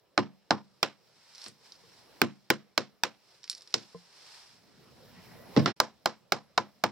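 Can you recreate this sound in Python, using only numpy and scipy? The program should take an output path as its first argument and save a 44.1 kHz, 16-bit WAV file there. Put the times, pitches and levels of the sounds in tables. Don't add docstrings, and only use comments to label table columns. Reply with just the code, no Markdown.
import sys
import numpy as np
from scipy import signal
from scipy.io import wavfile

SR = 44100
rng = np.random.default_rng(int(sys.argv[2]) if len(sys.argv) > 2 else 0)


def wav_record(signal):
    frames = np.transpose(np.atleast_2d(signal))
    bounded = np.clip(frames, -1, 1)
    quanta = np.round(bounded * 32767).astype(np.int16)
    wavfile.write(sys.argv[1], SR, quanta)


N = 304731
SILENCE_S = 5.745

# start in seconds, level in dB, hull boom in dB, knock in dB, clack in dB,
# steel ring in dB, treble edge in dB, pitch factor of the tool.
BLOWS = [(0.175, -4, 8.5, 4, -0.5, -2.5, -42.5, 1.035), (0.505, -4.5, 5.5, 6, -4.5, -2.5, -44, 1.033),
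         (0.827, -5, -4, -4, 3.5, -0.5, -5, 1.06), (2.214, -4.5, 8.5, -2.5, 3, -3, 6, 1.106),
         (2.5, -3.5, 2.2, -7.5, 0.5, -2.5, 2.5, 1.107), (2.775, -7, 1, -3.5, 1, 3, -3.5, 1.07),
         (3.033, -9, -5.5, -2, 4, 1, 5.5, 1.203), (5.799, -5, -5.5, 0.5, -4.5, 0.5, -1, 1.035),
         (6.056, -7.5, -4.5, 0.5, -2, 1, -5.5, 1.048), (6.319, -7.5, -2, 2, -2.8, 0, -1, 1.025),
         (6.575, -8, -0.5, 3, -3, -1.5, -15.5, 1.013), (6.836, -7, 3, 3, -1.5, -2.5, -4, 1.02)]
# start in seconds, level in dB, hull boom in dB,
# knock in dB, clack in dB, treble edge in dB, pitch factor of the plank, left-right in dB, late echo in dB.
PIECES = [(1.46, -30, -13, -4.5, 2.5, -7, 0.88, -5.5, 2.5),
          (3.739, -5, -29.5, -11.5, 0.5, -9, 1.03, -5.5, -2.5),
          (5.562, -22, 9, 20.5, 18.5, -26, 0.91, -6.5, 4.5),
          (5.57, -19.5, 4.5, -12.5, 6.5, -47.5, 0.83, -8.5, 0),
          (5.591, -25.5, -6.5, -13.5, -11.5, -29.5, 0.98, -1, 1),
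          (5.657, -11.5, -13, -3, 14, -41, 0.94, -7.5, 6)]


def from_db(db):
    return 10 ** (np.asarray(db) / 20)


def in_time(rows):
    return np.interp(np.arange(N) / SR, *np.transpose(rows))


def at_hz(points, hz):
    points = np.array(points)
    return np.interp(np.log(hz), np.log(points[:, 0]), points[:, 1])


def drift(rate_hz):
    r = np.exp(-80 * np.pi * rate_hz / SR)
    slow = signal.lfilter([1], [1, -2 * r, r * r], rng.standard_normal(N // 40 + 2002))
    slow = slow[2000:]
    return np.interp(np.arange(N) / 40, np.arange(len(slow)), slow / slow.std())


def band_pass(x, low_hz, high_hz):
    return signal.sosfilt(signal.butter(2, [low_hz, high_hz], "band", fs=SR, output="sos"), x)


def resonance(x, hz, width_hz):
    r = np.exp(-np.pi * width_hz / SR)
    zeros = np.array([1, 0, -1]) * (1 - r * r) / 2
    return signal.lfilter(zeros, [1, -2 * r * np.cos(2 * np.pi * hz / SR), r * r], x)


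def ring(hz, t60_s, lead_rad, rise_cycles):
    t = np.arange(int(t60_s * SR * 1.2)) / SR
    onset = 1 - np.exp(-t * hz / rise_cycles)
    phase = 2 * np.pi * hz * t + lead_rad / 2 * np.array([[1], [-1]])
    return onset * from_db(-60 * t / t60_s) * np.sin(phase)


def noise_bands():
    edges_hz = 28 * 2 ** np.arange(0, 9.4, .4)
    white = rng.standard_normal((2, 2, N))
    for k, (low, high) in enumerate(zip(edges_hz, edges_hz[1:])):
        pair = band_pass(white[k % 2], low, high)
        yield np.sqrt(low * high), high - low, pair / pair.std()


def stereo(pair, likeness):
    alike = np.clip(likeness, -1, 1)
    shared = np.sqrt(1 + alike) * pair[0]
    opposed = np.sqrt(1 - alike) * pair[1] * [[1], [-1]]
    return (shared + opposed) / np.sqrt(2)


def add(out, s, sound):
    start = round(s * SR)
    end = round(SILENCE_S * SR) if s < SILENCE_S else N
    out[:, start:min(start + sound.shape[1], end)] += sound[:, :end - start]


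def hum_db():
    sunk_db, stays_s, creep_db_per_s = -71.5, 0.67, 16
    loud_piece_db = -12
    t = np.arange(N) / SR
    loud = [row[0] for row in BLOWS] + [row[0] for row in PIECES if row[1] > loud_piece_db]
    loud = np.sort([0] + loud)
    since_s = t - loud[np.searchsorted(loud, t, "right") - 1]
    return sunk_db + creep_db_per_s * np.maximum(since_s - stays_s, 0)


def background():
    # frequency in Hz, relative level in dB per Hz.
    hum_spectrum = [(15, -43), (25, -25), (145, -4), (263, -8.5), (301, -11), (427, -5.5), (1480, -18.5),
                    (1890, -18.5), (2220, -20.5), (4610, -25), (5140, -39.5), (6210, -38), (14400, -30),
                    (16000, -41)]
    rustle_spectrum = [(290, -43.5), (500, -11.5), (784, -12), (933, -3.5), (1030, -10.5), (1340, -7.5),
                       (3250, -8.5), (5240, -6.5), (6510, -19), (7310, -12.5), (11300, -24), (14500, -44.5),
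                       (16000, -48)]
    # time in seconds, dB added to the hum bands below 250 Hz.
    hum_bass = [(0, -1.7), (4.2, -2.6), (4.75, 5), (5.5, 2.5), (5.8, 0.7), (6.91, 1.4)]
    # time in seconds, level in dB.
    rustle_level = [(0, -86.5), (.68, -76.5), (1.0, -76.5), (1.344, -62), (1.466, -53), (1.52, -68.5),
                    (1.576, -74), (1.656, -62), (1.784, -68.5), (1.984, -64.5), (2.072, -71.5), (2.2, -68),
                    (2.38, -75.5), (2.66, -80), (2.95, -83), (3.2, -75.5), (3.32, -67.5), (3.404, -70.5),
                    (3.63, -68), (3.85, -65.5), (4.096, -67), (4.186, -61.5), (4.342, -57.5),
                    (4.564, -66.5), (4.616, -73.5), (5.2, -69.5), (5.24, -66.5), (5.44, -75), (5.55, -65.5),
                    (5.77, -76), (6.25, -84), (6.91, -76)]
    # frequency in Hz, left-right likeness.
    background_likeness = [(60, 0.3), (180, 0.4), (550, 0.5), (1650, 0.8), (4970, 0.26), (15000, 0.096)]
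    hum, rustle = 0, 0
    grains = from_db(0.85 * drift(98))
    for hz, width_hz, pair in noise_bands():
        band = np.sqrt(width_hz) * stereo(pair, at_hz(background_likeness, hz))
        bass_db = (hz < 250) * in_time(hum_bass)
        hum = hum + from_db(at_hz(hum_spectrum, hz) + 2.5 * drift(8) + bass_db) * band
        rustle = rustle + from_db(at_hz(rustle_spectrum, hz)) * band[:, ::-1] * grains
    hum = from_db(hum_db()) * hum / hum.std()
    rustle = from_db(in_time(rustle_level)) * rustle / rustle.std()
    return (hum + rustle) * from_db([[-.6], [.6]])


def all_hits():
    # frequency in Hz, level in dB.
    blow_colour = [(130, -38), (300, -30), (550, -23), (900, -14), (1500, -15), (2600, -16), (4800, -14.5),
                   (8000, -21), (14000, -18.5)]
    piece_colour = [(130, -13), (300, -17), (550, -23.5), (900, -25), (1500, -25.5), (2600, -21.5),
                    (4800, -12.5), (8000, -12.5), (14000, -42.5)]
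    hits = []
    for s, db, boom, knock, clack, steel, edge, pitch in BLOWS:
        shift = [(300, boom), (550, 0), (900, knock), (1500, 0), (2600, clack), (4800, steel), (14000, edge)]
        hits.append(dict(s=s, db=db, colour=blow_colour, shift=shift, pitch=pitch,
                         lean_db=-6, late_db=-3, ring=0.84))
    for s, db, boom, knock, clack, edge, pitch, lean_db, late_db in PIECES:
        shift = [(200, boom), (450, knock), (1500, clack), (4800, 0), (8000, edge), (14000, 0)]
        hits.append(dict(s=s, db=db, colour=piece_colour, shift=shift, pitch=pitch,
                         lean_db=lean_db, late_db=late_db, ring=1))
    return hits


def strength(hit, hz):
    # frequency in Hz, left-right in dB, on top of the lean of the hit.
    hit_balance = [(60, 2.5), (250, 6.5), (1000, 6.5), (4000, 0), (8000, 7), (14000, -9.5)]
    level_db = hit["db"] + at_hz(hit["colour"], hz) + at_hz(hit["shift"], hz)
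    left_right_db = hit["lean_db"] + at_hz(hit_balance, hz)
    return from_db(level_db + left_right_db / 2 * np.array([[1], [-1]]))


def tool_cracks(hits):
    # frequency in Hz ahead of the pitch factor, level in dB, t60 in seconds, left lead in radians.
    tool_modes = [(769, 9, 0.013, 0), (1238, 4, 0.013, -0.9), (1390, 7, 0.015, 0.87),
                  (2135, 5.5, 0.012, 0.83), (3035, 2.5, 0.011, 1.6), (3140, 2, 0.012, -2.8),
                  (3986, 7.5, 0.0046, 0.9), (4770, 1.5, 0.0083, -0.42), (5570, 2, 0.0019, 0),
                  (6230, -4.5, 0.0066, 1.5), (8960, -1, 0.0026, 1), (10570, 1.5, 0.0025, 2.06),
                  (13600, 3, 0.0027, 1.5), (15300, -0.5, .004, -1.5)]
    out = np.zeros((2, N))
    for hit in hits:
        for hz, level_db, t60_s, lead_rad in tool_modes:
            first_db, second_db = 1.8 * rng.standard_normal(2)
            sound = strength(hit, hz) * ring(hz * hit["pitch"], t60_s, lead_rad, 0.38)
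            add(out, hit["s"] + .0016, sound * from_db(level_db - 12 + first_db))
            add(out, hit["s"] + .0027, sound * from_db(level_db + second_db))
    return out


def hull_drum(hits):
    # frequency in Hz ahead of the hull pitch, level in dB, t60 in seconds ahead of the ring factor,
    # left lead in radians.
    hull_modes = [(115.3, -1, 0.19, 1), (147, -1.5, 0.32, 1.8), (198.5, -9.5, .5, 1.9),
                  (220, -1.5, 0.31, 0.92), (245, 0.5, 0.18, 1.1), (291.4, -5, 0.26, 1.7),
                  (353.7, -2, .18, 0.86), (445, -5.5, 0.11, 2), (468, -4.5, 0.13, 1.8), (514, -4, 0.13, .7),
                  (570, -9, 0.14, .6), (686, -13.5, 0.056, 0.55), (770, -6, 0.036, .4),
                  (848, -15.5, 0.076, .4), (1000, -10.5, 0.041, .3), (1063, -13, 0.12, .3),
                  (1227, -20, 0.11, 0.16), (1322, -22.5, .07, .1), (1460, -12.5, .07, .1),
                  (1690, -16.5, 0.049, .1)]
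    hull_pitch = .97
    out = np.zeros((2, N))
    for hit in hits:
        for hz, level_db, t60_s, lead_rad in hull_modes:
            level_luck, pitch_luck = rng.standard_normal(2)
            late_s = .003 + 1.1 / hz
            pitch_hz = hz * hull_pitch * (1 + .02 * pitch_luck)
            gain = strength(hit, hz) * from_db(level_db + 2 * level_luck)
            add(out, hit["s"] + late_s, gain * ring(pitch_hz, t60_s * hit["ring"], lead_rad, 0.44))
    return out


def echoes(hits):
    # frequency in Hz, t60 of the far returns in seconds ahead of the ring factor.
    echo_t60 = [(60, .3), (210, .25), (400, .23), (1470, .24), (3880, .26), (6000, .23), (10200, .12)]
    # frequency in Hz, level in dB.
    echo_level = [(60, -47.5), (150, -3.5), (400, -2.5), (1000, -12.5), (2500, -16.5), (5000, -22),
                  (7000, -21), (10000, -25), (14000, -48)]
    # frequency in Hz, left-right likeness.
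    echo_likeness = [(60, 0.53), (130, 1), (250, 1), (500, 0.4), (1000, 1), (4000, 0.48), (12000, .5)]
    near_db, far_db = 1, -6
    out = 0
    lumps = from_db(2 * drift(60))
    t = np.arange(SR // 2) / SR
    for hz, _, pair in noise_bands():
        envelope = np.zeros((2, N))
        rise = 1 - np.exp(-t / (0.00031 + 0.38 / hz))
        for hit in hits:
            fall_db = -60 * t / (at_hz(echo_t60, hz) * hit["ring"])
            near = from_db(fall_db * 6.3 + near_db)
            far = from_db(fall_db + far_db + hit["late_db"])
            gain = strength(hit, hz) * from_db(at_hz(echo_level, hz))
            add(envelope, hit["s"] + 0.0028, gain * rise * (near + far))
        out = out + envelope * lumps * stereo(pair, at_hz(echo_likeness, hz))
    return out


def faint_snaps(count=5):
    # start in seconds, end in seconds.
    levering = [(1.34, 1.5), (3.499, 3.73)]
    level_db, spread_db, high_db, low_db = -52, 1, -10, -10
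    rows = []
    for start, end in levering:
        for u, v in rng.random((count, 2)):
            rows.append((start + u * (end - start), level_db + spread_db * (2 * v - 1), high_db, low_db))
    return rows


def snaps():
    # start in seconds, level in dB, relative level above 7 kHz in dB, relative level of the low band
    # (1.2 to 4.2 kHz) in dB.
    strong_snaps = [(1.35, -42, -26, -25), (1.3813, -41.5, -16, -10), (1.417, -41, -17, -17),
                    (1.4408, -39.5, -6, -10), (1.4714, -51, -2, -11), (1.4832, -45.5, 3.5, -5),
                    (1.7212, -39, -27.5, -23), (1.7549, -49.5, -27, -26.5), (3.4324, -46.5, -37.5, -15.5),
                    (3.4411, -36, -47, -6), (3.478, -44.5, -22, -1), (3.498, -24, -3.5, -14),
                    (3.5142, -36, -11, -10), (3.529, -37, -23, -11), (3.5498, -40, -13, -12),
                    (3.5796, -45, -8.5, -21), (3.609, -49.5, -12, -2), (3.675, -46, -18, -7),
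                    (3.726, -50.5, -24, 3)]
    snap_t60_s, crumble_t60_s, crumble_db = 0.0088, .09, -9.5
    rows = np.array(strong_snaps + faint_snaps())
    out = np.zeros(N)
    for low_hz, high_hz, band_db in [(3760, 5540, 0), (7000, 10300, rows[:, 2]), (1200, 4200, rows[:, 3])]:
        clicks = np.zeros(N) + 1e-18
        clicks[(rows[:, 0] * SR).astype(int)] = from_db(rows[:, 1] + band_db)
        snap = signal.lfilter([1], [1, -from_db(-60 / (snap_t60_s * SR))], clicks)
        crumble = from_db(crumble_db) * signal.lfilter([1], [1, -from_db(-60 / (crumble_t60_s * SR))], clicks)
        burst = (snap + crumble) * rng.standard_normal(N)
        out += band_pass(burst + 6.1 * clicks, low_hz, high_hz)
    return out * from_db([[-1.5], [1.5]])


def tock():
    # frequency in Hz, level in dB, t60 in seconds, left lead in radians.
    block_modes = [(175.5, -9.5, 0.23, 1.1), (464, 3.5, 0.066, 0.66), (644, -12.5, 0.05, 0.48),
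                   (1034, -13, 0.087, 0.24)]
    # start in seconds, level in dB.
    tock_times = [(1.836, -54), (3.946, -36)]
    wobble_db = 2
    out = np.zeros((2, N))
    for hz, level_db, t60_s, lead_rad in block_modes:
        sound = ring(hz, t60_s, lead_rad, 0.98)
        sound = sound * from_db(level_db + wobble_db * drift(56)[:sound.shape[1]])
        for s, db in tock_times:
            add(out, s, from_db(db) * sound)
    return out


def tone():
    # time in seconds, level in dB ahead of the fade.
    tone_level = [(0, -110), (5.05, -110), (5.17, -70), (5.3, -74), (5.44, -69), (5.52, -110), (6.91, -110)]
    hz, width_hz = 1940, 60
    narrow = resonance(resonance(rng.standard_normal(N), hz, width_hz), hz, width_hz)
    return from_db(in_time(tone_level)) * narrow / narrow.std()


def scene():
    # time in seconds, gain in dB.
    fade = [(0, 1), (5.705, 2.5), (5.72, -5), (5.735, -59), (5.755, -46.5), (5.765, 6), (5.79, 3.5),
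            (6.91, 3)]
    hits = all_hits()
    struck = tool_cracks(hits) + hull_drum(hits) + echoes(hits)
    struck = signal.sosfilt(signal.butter(2, 75, "high", fs=SR, output="sos"), struck)
    return (background() + struck + snaps() + tock() + tone()) * from_db(in_time(fade))


def record(dry):
    wet = np.array([np.roll(dry[0], 1), dry[1]])
    for hz, width_hz, gain in [(4195, 660, 0.45), (5480, 710, 1.6), (7550, 300, 0.81)]:
        wet = wet + gain * resonance(wet, hz, width_hz)
    cutoff_hz = 17200
    return signal.sosfilt(signal.cheby2(12, 70, cutoff_hz, fs=SR, output="sos"), wet)


dry = scene()
out = record(dry)
wav_record(out)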